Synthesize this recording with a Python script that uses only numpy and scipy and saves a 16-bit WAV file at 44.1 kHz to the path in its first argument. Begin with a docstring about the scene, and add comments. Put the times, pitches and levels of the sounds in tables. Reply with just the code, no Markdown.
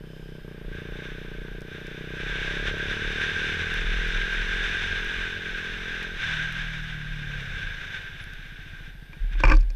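"""A single-cylinder motorcycle rolls through a paved car park, heard by a helmet camera in a sealed housing.
It starts with a faint whirr; each firing rings the pipe and barks while the throttle is open. As the wind rises
it hisses in the housing's resonances, the mount shudders in the deep bass and grit ticks. When the throttle
shuts the bark dies; a rough hum and a squeak mark the braking, and at the stop a gloved hand brushes and knocks
the camera. A faint electronic whine and preamp hiss run throughout."""
import sys
import numpy as np
from scipy import signal
from scipy.fft import rfft, irfft
from scipy.io import wavfile
from scipy.ndimage import uniform_filter1d

SR = 44100
rng = np.random.default_rng(int(sys.argv[2]) if len(sys.argv) > 2 else 0)


def master_out(mix):
    """Clip the mix to full scale and print it as 16-bit PCM to the path in sys.argv[1]."""
    frames = np.transpose(np.atleast_2d(mix))
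    ceiling = np.clip(frames, -1, 1)
    pcm = np.round(ceiling * 32767).astype(np.int16)
    wavfile.write(sys.argv[1], SR, pcm)


N = 429975
T = np.arange(N) / SR  # time of every sample [s]

# Firing rate before surge and wander: (time [s], rate [Hz])
FIRING_RATE = [(0.0, 32.02), (0.37, 32.05), (0.6, 29.09), (0.85, 29.23), (1.12, 31.37), (1.25, 29.93),
               (1.68, 29.98), (2.17, 31.55), (3.13, 37.15), (3.37, 39.2), (4.2, 41.69), (4.42, 42.71),
               (4.9, 43.42), (6.05, 42.78), (6.38, 38.23), (6.5, 41.53), (6.72, 38.81), (7.2, 37.16),
               (7.5, 32.69), (8.1, 17.95), (8.65, 13.86), (9.75, 13.68)]
# Surge as the chain winds and unwinds under pull: (first dip [s], middle [s], half span [s])
SURGE_SPAN = (2.17, 3.0, 1.15)
# Firings of set strength: (time [s], level [dB])
WEAK_FIRINGS = [(.415, -10), (6.19, -7)]
# Engine at the microphone: (time [s], pipe level [dB], bark level without rasp [dB])
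ENGINE_LEVEL = [(0, -45.5, -53), (.9, -42, -47), (1.8, -44, -48), (2.3, -41.5, -45.5), (2.65, -40.5, -42.5),
                (3.4, -38.5, -42), (4.3, -43.5, -44.5), (5.1, -45.5, -46), (6.16, -44.5, -47.5),
                (6.19, -47, -56), (6.32, -41, -79), (7.0, -41, -65), (7.2, -40, -71), (7.55, -41, -70),
                (7.85, -47.5, -72), (8.3, -48, -75), (9.15, -48, -69)]
# Piston shake at twice the crank speed: (time [s], pulse size [share of a firing])
PISTON_SHAKE = [(0, 0.018), (3.5, 0.013), (4.5, 0.22), (6.15, 0.15), (6.3, 0.37), (7.2, 0.25), (7.7, 0.059),
                (8.1, .01)]
# Pipe resonances, throttle open: (frequency [Hz], width [Hz], relative level [dB])
PIPE_OPEN = [(82, 44, -3.5), (160.2, 21, 6.5), (211, 28.4, 2)]
# Pipe resonances, throttle shut: (frequency [Hz], width [Hz], relative level [dB])
PIPE_SHUT = [(84, 15, -13), (117, 51, -0.5), (143, 24.5, 7), (185, 25, -31)]
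# Pipe rings that fade as the revs rise: (frequency [Hz], width [Hz], relative level [dB])
SLOW_PIPE = [(140.4, 28, 4), (177, 19, -8)]
# Pipe ring that comes out at idle: (frequency [Hz], width [Hz], relative level [dB])
IDLE_PIPE = [(205, 35, -15.5)]
# Bark resonances struck by each firing: (frequency [Hz], width [Hz], relative level [dB])
BARK = [(383, 49, -3.5), (439, 49, 4.5)]
# Bark rings that fade as the revs rise: (frequency [Hz], width [Hz], relative level [dB])
SLOW_BARK = [(322, 140, -0.38)]
# Upper bark rung by the gas puffs: (frequency [Hz], width [Hz], relative level [dB])
PUFF_BARK = [(577, 81, -1), (980, 790, -9.5)]
# Ring that each firing strikes cleanly: (frequency [Hz], width [Hz], relative level [dB])
CLEAN_BARK = [(585, 74, -6.5)]
# Rasp on the firings: (time [s], level relative to the bark [dB])
RASP_LEVEL = [(0, -7), (.5, -7.5), (2.0, -9), (2.4, -5.5), (2.9, -6.5), (3.4, -22), (4.5, -18), (6.2, -11)]

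# Wind hiss, following road speed: (time [s], level [dB])
WIND_LEVEL = [(0, -58.5), (.65, -52), (.72, -46), (1.1, -43.5), (1.42, -45), (1.63, -48), (1.72, -42),
              (2.1, -41), (2.35, -30.5), (2.75, -34), (2.95, -31.5), (3.45, -29), (3.95, -30.5),
              (4.8, -28.5), (5.03, -30.5), (5.4, -33.5), (5.62, -33.5), (5.82, -33.5), (6.02, -33),
              (6.11, -37), (6.25, -29), (6.65, -34.5), (7.05, -39.5), (7.4, -36), (7.9, -37.5), (8.4, -45),
              (8.87, -45.5), (8.97, -54), (9.2, -50), (9.75, -58.5)]
# Strongest puffs of wind: (time [s], level over the hiss [dB])
WIND_PUFFS = [(.78, 2.5), (.97, 3), (1.05, 2.5), (1.76, 1.5), (2.68, 6), (2.91, 4), (3.23, 3), (4.22, 1),
              (4.64, 2.5), (4.83, 3.5), (5.22, 3), (5.59, 3), (6.44, 0), (6.74, 2.5), (7.63, 1), (7.95, 4),
              (8.21, 4), (8.45, 1.5)]
# Glove brushing over the housing: (time [s], level [dB])
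BRUSH_LEVEL = [(9.29, -67), (9.33, -42), (9.365, -45), (9.39, -39), (9.425, -43.5), (9.6, -51), (9.63, -76)]
# Hiss spectrum before the housing: (frequency [Hz], relative density [dB per Hz])
WIND_COLOUR = [(60, -18.5), (200, -18.5), (450, -21.5), (750, -23), (1100, -21), (1900, -12), (2900, -13),
               (4000, -24), (4700, -32), (6300, -32), (6800, -36.5), (9000, -42.5), (15000, -63.5)]
# Resonances of the sealed housing: (frequency [Hz], width [Hz], boost [dB])
HOUSING = [(1581, 177, 19), (2373, 350, 4.5), (3609, 370, 12), (5190, 580, 5.5), (6000, 350, 6)]
# Road rumble spectrum: (frequency [Hz], relative density [dB per Hz])
RUMBLE_COLOUR = [(20, 28), (60, -7), (90, -5), (130, 3), (300, 7.5), (560, -4.5), (750, -1), (1500, -23)]

# Drive of the mount by the road: (time [s], level [dB])
SHUDDER_LEVEL = [(0, -44), (.45, -46), (.7, -38), (1.4, -39), (1.7, -46), (2.2, -37.5), (2.6, -33),
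                 (3.3, -46), (3.75, -35), (3.95, -30), (4.12, -25.5), (4.3, -38), (4.5, -30.5),
                 (4.75, -39.5), (5.8, -40), (6.7, -36.5), (7.7, -36), (7.9, -46), (9.17, -40)]
# Frame drumming over the paving joints: (time [s], level [dB])
DRUM_LEVEL = [(0, -64), (.8, -54), (2.2, -52), (2.75, -47), (3.3, -45.5), (3.62, -37.5), (3.8, -46.5),
              (4.2, -56), (4.4, -45), (4.9, -47), (5.9, -48.5), (6.15, -54), (6.3, -46), (6.6, -59),
              (7.0, -57), (7.6, -45), (7.9, -50), (9.1, -56)]
# Jolts that set the mount swinging, road bumps, then shoves of the hand: (time [s], drive level [dB])
JOLTS = [(.645, -23), (0.903, -22), (2.27, -27), (2.462, -20), (3.04, -18.5), (4.37, -19), (9.203, -9),
         (9.338, -7.5), (9.44, 2.2), (9.511, 3.8), (9.539, -7.5), (9.642, -7)]

# Hand on the camera: (time [s], drive level [dB], then low, middle and top groups over that drive [dB])
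KNOCKS = [(9.131, -37.5, -20, -12, -21), (9.353, -40, -2, -5, -29), (9.4024, -34, -4, 3, -3),
          (9.436, -13.5, -6, 2, -16.5), (9.4515, -15, -11, -15, -16), (9.47, -32, -19, 7, -17),
          (9.4791, -26.5, -9, -1, -8), (9.4841, -24, -6, -6, -21), (9.498, -17.5, -13, -6, -15),
          (9.5147, -25, 1.5, 5, -10), (9.5191, -13, -12, -2.5, -16), (9.5304, -33, -24, -4, -17),
          (9.5407, -39, 5, 6, -4), (9.5507, -37, -6, -7, -1), (9.568, -53.5, 11, 12, 16),
          (9.582, -59, -4, -9, -13), (9.5996, -48, -12, -10, -3), (9.608, -44.5, -19, -20, 0.5),
          (9.628, -52, -3, -4, -3), (9.702, -45.5, -8, -12, 1)]
# Housing rings in four groups, low to top: (frequency [Hz], width [Hz], relative level [dB])
KNOCK_RINGS = [
    [(110, 29, 29), (307, 27, 29.5), (528, 32, 24)],
    [(909, 21, 18), (1025, 147, 11.5), (1140, 97, 17.5), (1505, 130, 17)],
    [(2380, 160, 20.5), (1920, 760, 7)],
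    [(4630, 430, 10.5), (5280, 330, 10), (6360, 590, -13)],
]
# What the housing passes of each group: (lower edge [Hz], upper edge [Hz])
KNOCK_EDGES = [(70, 900), (650, 2530), (1500, 2650), (3300, 9400)]
# Span of the small loose knocks: (start [s], end [s])
RATTLE_SPAN = (9.44, 9.545)
# Loose knocks: (middle drive level [dB], then low, middle and top groups over that drive [dB])
RATTLE_LEVELS = (-32, -6, 2.5, -16.5)

# Grit ticking on the housing: (time [s], drive level [dB])
TICKS = [(1.608, -52), (1.6187, -51), (1.8692, -49), (2.7841, -51), (3.2091, -54), (3.741, -41),
         (4.0816, -48), (4.3375, -48), (5.0474, -46), (6.0295, -47), (6.5251, -46), (7.4106, -55),
         (7.4634, -60), (7.9633, -58), (8.241, -48), (8.336, -50), (8.742, -66)]
# Rings of a tick: (frequency [Hz], width [Hz], relative level [dB])
TICK_RINGS = [(5200, 1500, 28), (9150, 3500, 14), (13300, 2200, -3)]
# Faint whirr at the start: (time [s], level [dB])
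WHIRR_LEVEL = [(0, -69), (.1, -59), (.3, -61), (.6, -68), (.8, -90)]
# Bands of the whirr: (frequency [Hz], width [Hz], relative level [dB])
WHIRR_BANDS = [(3070, 150, 1), (5030, 120, -7)]
# Faint rough hum while braking: (time [s], level [dB])
GROAN_LEVEL = [(6.9, -77), (7.3, -57), (7.8, -57.5), (8.2, -66), (8.5, -73)]
# Brake squeak: (time [s], frequency [Hz], peak level [dB], half length [s])
SQUEAK = (8.225, 10950, -62, .022)

THROTTLE_SHUT_S = 6.18
FIRST_FIRING_CYCLES, RISE_S = .3356, .0035  # cycles before the first firing; rise of a pulse
SURGE_HZ, SURGES_PER_S = .65, 3.15
HUNT_HZ = .2  # scale of the random wander of the firing rate
GUST_SPREAD_DB, GUSTS_PER_S = 0.67, 16
PUFF_HALF_S = 0.024
RUMBLE_DB = -47  # level when the hiss stands at -26 dB
MOUNT_HZ, MOUNT_WANDER_HZ = 36.05, 2.2  # middle pitch and its spread
SHUDDER_SPREAD_DB, DRUM_SPREAD_DB = 2.5, 2.2
SWING_HZ, SWING_T60_S, SWING_RISE_S = 35.23, 0.34, 0.035
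SCRAPE_DECAY_S, STRIKE_SIZE = 0.0037, 2.2
LINE_CLOCK_HZ, FRAME_HZ = 2926.5, 30000 / 1001
FRAME_GAP = 0.078  # silent share of each frame
LINE_3_DB, LINE_4_DB, LINE_5_DB = -80, -76.5, -81  # third to fifth multiple of the line clock
PREAMP_HISS_DB = -68
TOP_HZ = 15200


def undb(db):
    """Turn dB into gain."""
    return 10 ** (np.asarray(db) / 20)


def unit(x):
    """Scale to rms 1."""
    return x / np.sqrt(np.mean(x ** 2))


def curve(table, column=1):
    """One table column drawn as straight lines through time."""
    points = np.transpose(table)
    return np.interp(T, points[0], points[column])


def noise():
    """White noise of rms 1 over the whole scene."""
    return rng.standard_normal(N)


def ring(x, modes):
    """Sum of resonances (frequency [Hz], width [Hz], level [dB]) driven by x."""
    return sum(undb(db) * signal.lfilter(*signal.iirpeak(hz, hz / width, SR), x) for hz, width, db in modes)


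def cut(x, hz, kind):
    """Steep low- or high-pass."""
    return signal.sosfilt(signal.butter(4, hz, kind, fs=SR, output="sos"), x)


def colour(x, points, boosts=()):
    """Shape a noise by a spectrum and resonant boosts, then scale to rms 1."""
    f = np.maximum(np.arange(N // 2 + 1) * SR / N, 1.)
    hz, db = np.transpose(points)
    gain = undb(np.interp(np.log(f), np.log(hz), db))
    for centre, width, boost_db in boosts:
        gain = gain * (1 + (undb(boost_db) - 1) / (1 + (2 * (f - centre) / width) ** 2))
    return unit(irfft(rfft(x) * gain, N))


def walk(rate):
    """Random levels, a new one every 1 / rate seconds, joined by slopes and scaled to rms 1."""
    hold = int(SR / rate)
    steps = np.repeat(rng.standard_normal(N // hold + 1), hold)
    return unit(uniform_filter1d(steps, hold)[:N])


def firing_rate():
    """Firing rate [Hz] that surges with the chain and wanders slightly above 20 Hz."""
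    hz = curve(FIRING_RATE)
    dip, middle, half = SURGE_SPAN
    pull = np.exp(-((T - middle) / half) ** 4)
    hz = hz - SURGE_HZ * pull * np.cos(2 * np.pi * SURGES_PER_S * (T - dip))
    return hz + HUNT_HZ * np.gradient(walk(9)) * SR / 9 * (hz > 20)


def engine_pulses(hz):
    """Slightly uneven firings, and the crank and piston strokes that come between and along with them."""
    cycles = np.cumsum(hz) / SR - FIRST_FIRING_CYCLES
    chance = rng.standard_normal((400, 2))[:int(cycles[-1])]
    count = np.arange(len(chance))
    at = np.interp(count + 0.002 * chance[:, 0], cycles, T) - RISE_S
    size_db = 0.96 * chance[:, 1]
    for s, db in WEAK_FIRINGS:
        size_db[np.argmin(abs(at - s))] = db
    firings, strokes = np.zeros(N), np.zeros(N)
    firings[(at * SR).astype(int)] = undb(size_db)
    # the crank turns twice a firing; the idle turn thumps more as speed rises
    strokes[(np.interp(count + .5, cycles, T) * SR).astype(int)] = 1
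    strokes *= np.clip(0.046 * (hz - 31), 0, .9)
    # four piston turnarounds a firing feed the fourth multiple
    turns = (np.interp(np.arange(4 * len(chance)) / 4, cycles, T) - RISE_S) * SR
    turns = turns.astype(int)
    strokes[turns] += curve(PISTON_SHAKE)[turns]
    even = np.sqrt(35 / hz)  # offsets the level gained from more pulses per second
    return firings * even, strokes * even


def exhaust_pipe(firings, strokes, slow, hz):
    """Pulses ring one set of pipe resonances with the throttle open and another once it shuts."""
    shut = T > THROTTLE_SHUT_S
    pulses = firings + strokes
    open_pipe = ring(slow, SLOW_PIPE) + ring(pulses * ~shut, PIPE_OPEN)
    shut_pipe = undb(-1.0) * cut(ring(pulses * shut, PIPE_SHUT), 204, "low")
    idle = ring(firings * np.clip((18 - hz) / 3, 0, 1), IDLE_PIPE)
    return unit(cut(open_pipe + shut_pipe, 230, "low") + idle)


def exhaust_bark(firings, slow):
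    """Firings strike the bark's resonances, and noisy gas puffs after each one add rasp."""
    bark = ring(firings, BARK) + ring(slow, SLOW_BARK)
    bark = cut(cut(bark, 451, "low"), 580, "low")
    # each gas puff decays over 16 ms
    puffs = signal.lfilter([1], [1, -np.exp(-1 / (0.016 * SR))], firings) * (0.88 + noise())
    puff_rings = unit(cut(ring(puffs, PUFF_BARK), 1430, "low"))
    clean_rings = ring(unit(ring(firings, CLEAN_BARK)), CLEAN_BARK)
    rasp = undb(curve(RASP_LEVEL)) * (puff_rings - clean_rings)
    return rasp - unit(cut(bark, 210, "high"))


def engine():
    """Each firing excites pipe and bark; the bark dies and the pipe drops when the throttle shuts."""
    hz = firing_rate()
    firings, strokes = engine_pulses(hz)
    slow = firings * (T <= THROTTLE_SHUT_S) * np.clip((43 - hz) / 11, .03, 1)
    pipe = undb(curve(ENGINE_LEVEL, 1)) * exhaust_pipe(firings, strokes, slow, hz)
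    bark = undb(curve(ENGINE_LEVEL, 2)) * exhaust_bark(firings, slow)
    # each firing reaches the sealed housing as a pull first
    return -pipe - bark


def wind():
    """Gusts, then a brushing glove, are fluttering noise coloured by the housing; road rumble follows a little."""
    wind_db = curve(WIND_LEVEL)
    brush = undb(curve(BRUSH_LEVEL) + 3.0 * walk(40)) * (T > BRUSH_LEVEL[0][0])
    puff_db = sum(db * np.exp(-np.square((T - s) / PUFF_HALF_S)) for s, db in WIND_PUFFS)
    gusts = undb(wind_db + puff_db + GUST_SPREAD_DB * walk(GUSTS_PER_S))
    flutter = undb(0.2 * walk(25) + 0.72 * walk(90))
    hiss = colour(flutter * noise(), WIND_COLOUR, HOUSING)
    rumble = undb(RUMBLE_DB + 0.084 * (wind_db + 26)) * colour(noise(), RUMBLE_COLOUR)
    return np.hypot(gusts, brush) * hiss + rumble


def mount():
    """The mount is a soft spring: it wobbles near its own pitch, jolts set it swinging, the frame drums above."""
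    wobble = np.sqrt(2) * np.sin(2 * np.pi * np.cumsum(MOUNT_HZ + MOUNT_WANDER_HZ * walk(9)) / SR)
    drum = unit(ring(ring(noise(), [(87.0, 12.6, 0)]), [(86.6, 24, 0)]))
    drum_db = curve(DRUM_LEVEL) + DRUM_SPREAD_DB * walk(9)
    shudder = undb(curve(SHUDDER_LEVEL) + SHUDDER_SPREAD_DB * walk(14))
    rough = unit(cut(ring(noise(), [(32.1, 15, 0)]), 51.4, "low"))
    moving = shudder * (0.69 * wobble + 0.53 * rough)
    swing = 0
    for s, db in JOLTS:
        since = np.maximum(T - s, 0)
        envelope = undb(db - 60 * since / SWING_T60_S) * (1 - np.exp(-since / SWING_RISE_S))
        swing = swing - envelope * np.sin(2 * np.pi * SWING_HZ * since)
    swing = swing + 0.34 * cut(swing ** 2, 45, "high")  # stiffer one way than the other
    return moving + swing + undb(drum_db) * drum


def hand():
    """Each knock, large or loose, is a strike and a short noisy scrape that ring four groups in the housing."""
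    loose = []
    for place, strength in rng.random(size=(30, 2)):
        s = np.interp(place, (0, 1), RATTLE_SPAN)
        loose.append((s, RATTLE_LEVELS[0] + 4.9 * (strength - .5), *RATTLE_LEVELS[1:]))
    knocks = [*KNOCKS, *loose]
    scrapes = rng.standard_normal((len(knocks), 1500))
    t = np.arange(1500) / SR
    scrape_shape = np.exp(-t / SCRAPE_DECAY_S) * np.minimum(t / 0.00049, 1)
    strike = STRIKE_SIZE * np.exp(-t / .00008)
    drive = np.zeros((4, N))
    for (s, db, low, mid, top), scrape in zip(knocks, scrapes):
        i = int(s * SR)
        group_gain = undb([db + low, db + mid, db, db + top])
        drive[:, i:i + 1500] += group_gain[:, None] * (scrape * scrape_shape + strike)
    total = 0
    for group, modes, (lower, upper) in zip(drive, KNOCK_RINGS, KNOCK_EDGES):
        rings = cut(cut(ring(group, modes), upper, "low"), upper, "low")
        total = total + cut(rings, lower, "high")
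    return total


def grit():
    """Single clicks ring brightly on the housing."""
    clicks = np.zeros(N)
    for s, db in TICKS:
        clicks[int(s * SR)] = undb(db)
    return ring(clicks, TICK_RINGS)


def brakes():
    """A narrow band of noise makes the rough hum, and a swelling sine the one short squeak."""
    groan = undb(curve(GROAN_LEVEL)) * unit(ring(noise(), [(448, 89, 0)]))
    s, hz, db, half = SQUEAK
    squeak = undb(db) * np.exp(-np.square((T - s) / half)) * np.sin(2 * np.pi * hz * T)
    return groan + squeak


def whirr():
    """Two narrow bands of noise whirr faintly at the start."""
    return undb(curve(WHIRR_LEVEL)) * unit(ring(noise(), WHIRR_BANDS))


def electronics():
    """Multiples of a sensor line clock restart every frame, silent for a short gap, over preamp hiss."""
    share = T * FRAME_HZ % 1
    since = share / FRAME_HZ
    whine = 0
    for multiple, db in [(3, LINE_3_DB), (4, LINE_4_DB), (5, LINE_5_DB)]:
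        whine = whine + undb(db) * np.sqrt(2) * np.sin(2 * np.pi * multiple * LINE_CLOCK_HZ * since)
    gate = uniform_filter1d(1. * (share > FRAME_GAP), size=30)
    hiss = colour(noise(), [(100, 5), (5000, 14.5), (10000, -29.5), (15000, -32)])  # (Hz, dB per Hz)
    return gate * whine + undb(PREAMP_HISS_DB) * hiss


def scene():
    """Everything reaches one microphone."""
    ride = engine() + wind() + mount()
    return (ride + hand() + grit() + brakes() + whirr() + electronics())[None]


def record(dry):
    """The camera cuts the top with a very steep low-pass."""
    return signal.sosfilt(signal.ellip(10, .2, 80, TOP_HZ, fs=SR, output="sos"), dry)


dry = scene()
out = record(dry)
master_out(out)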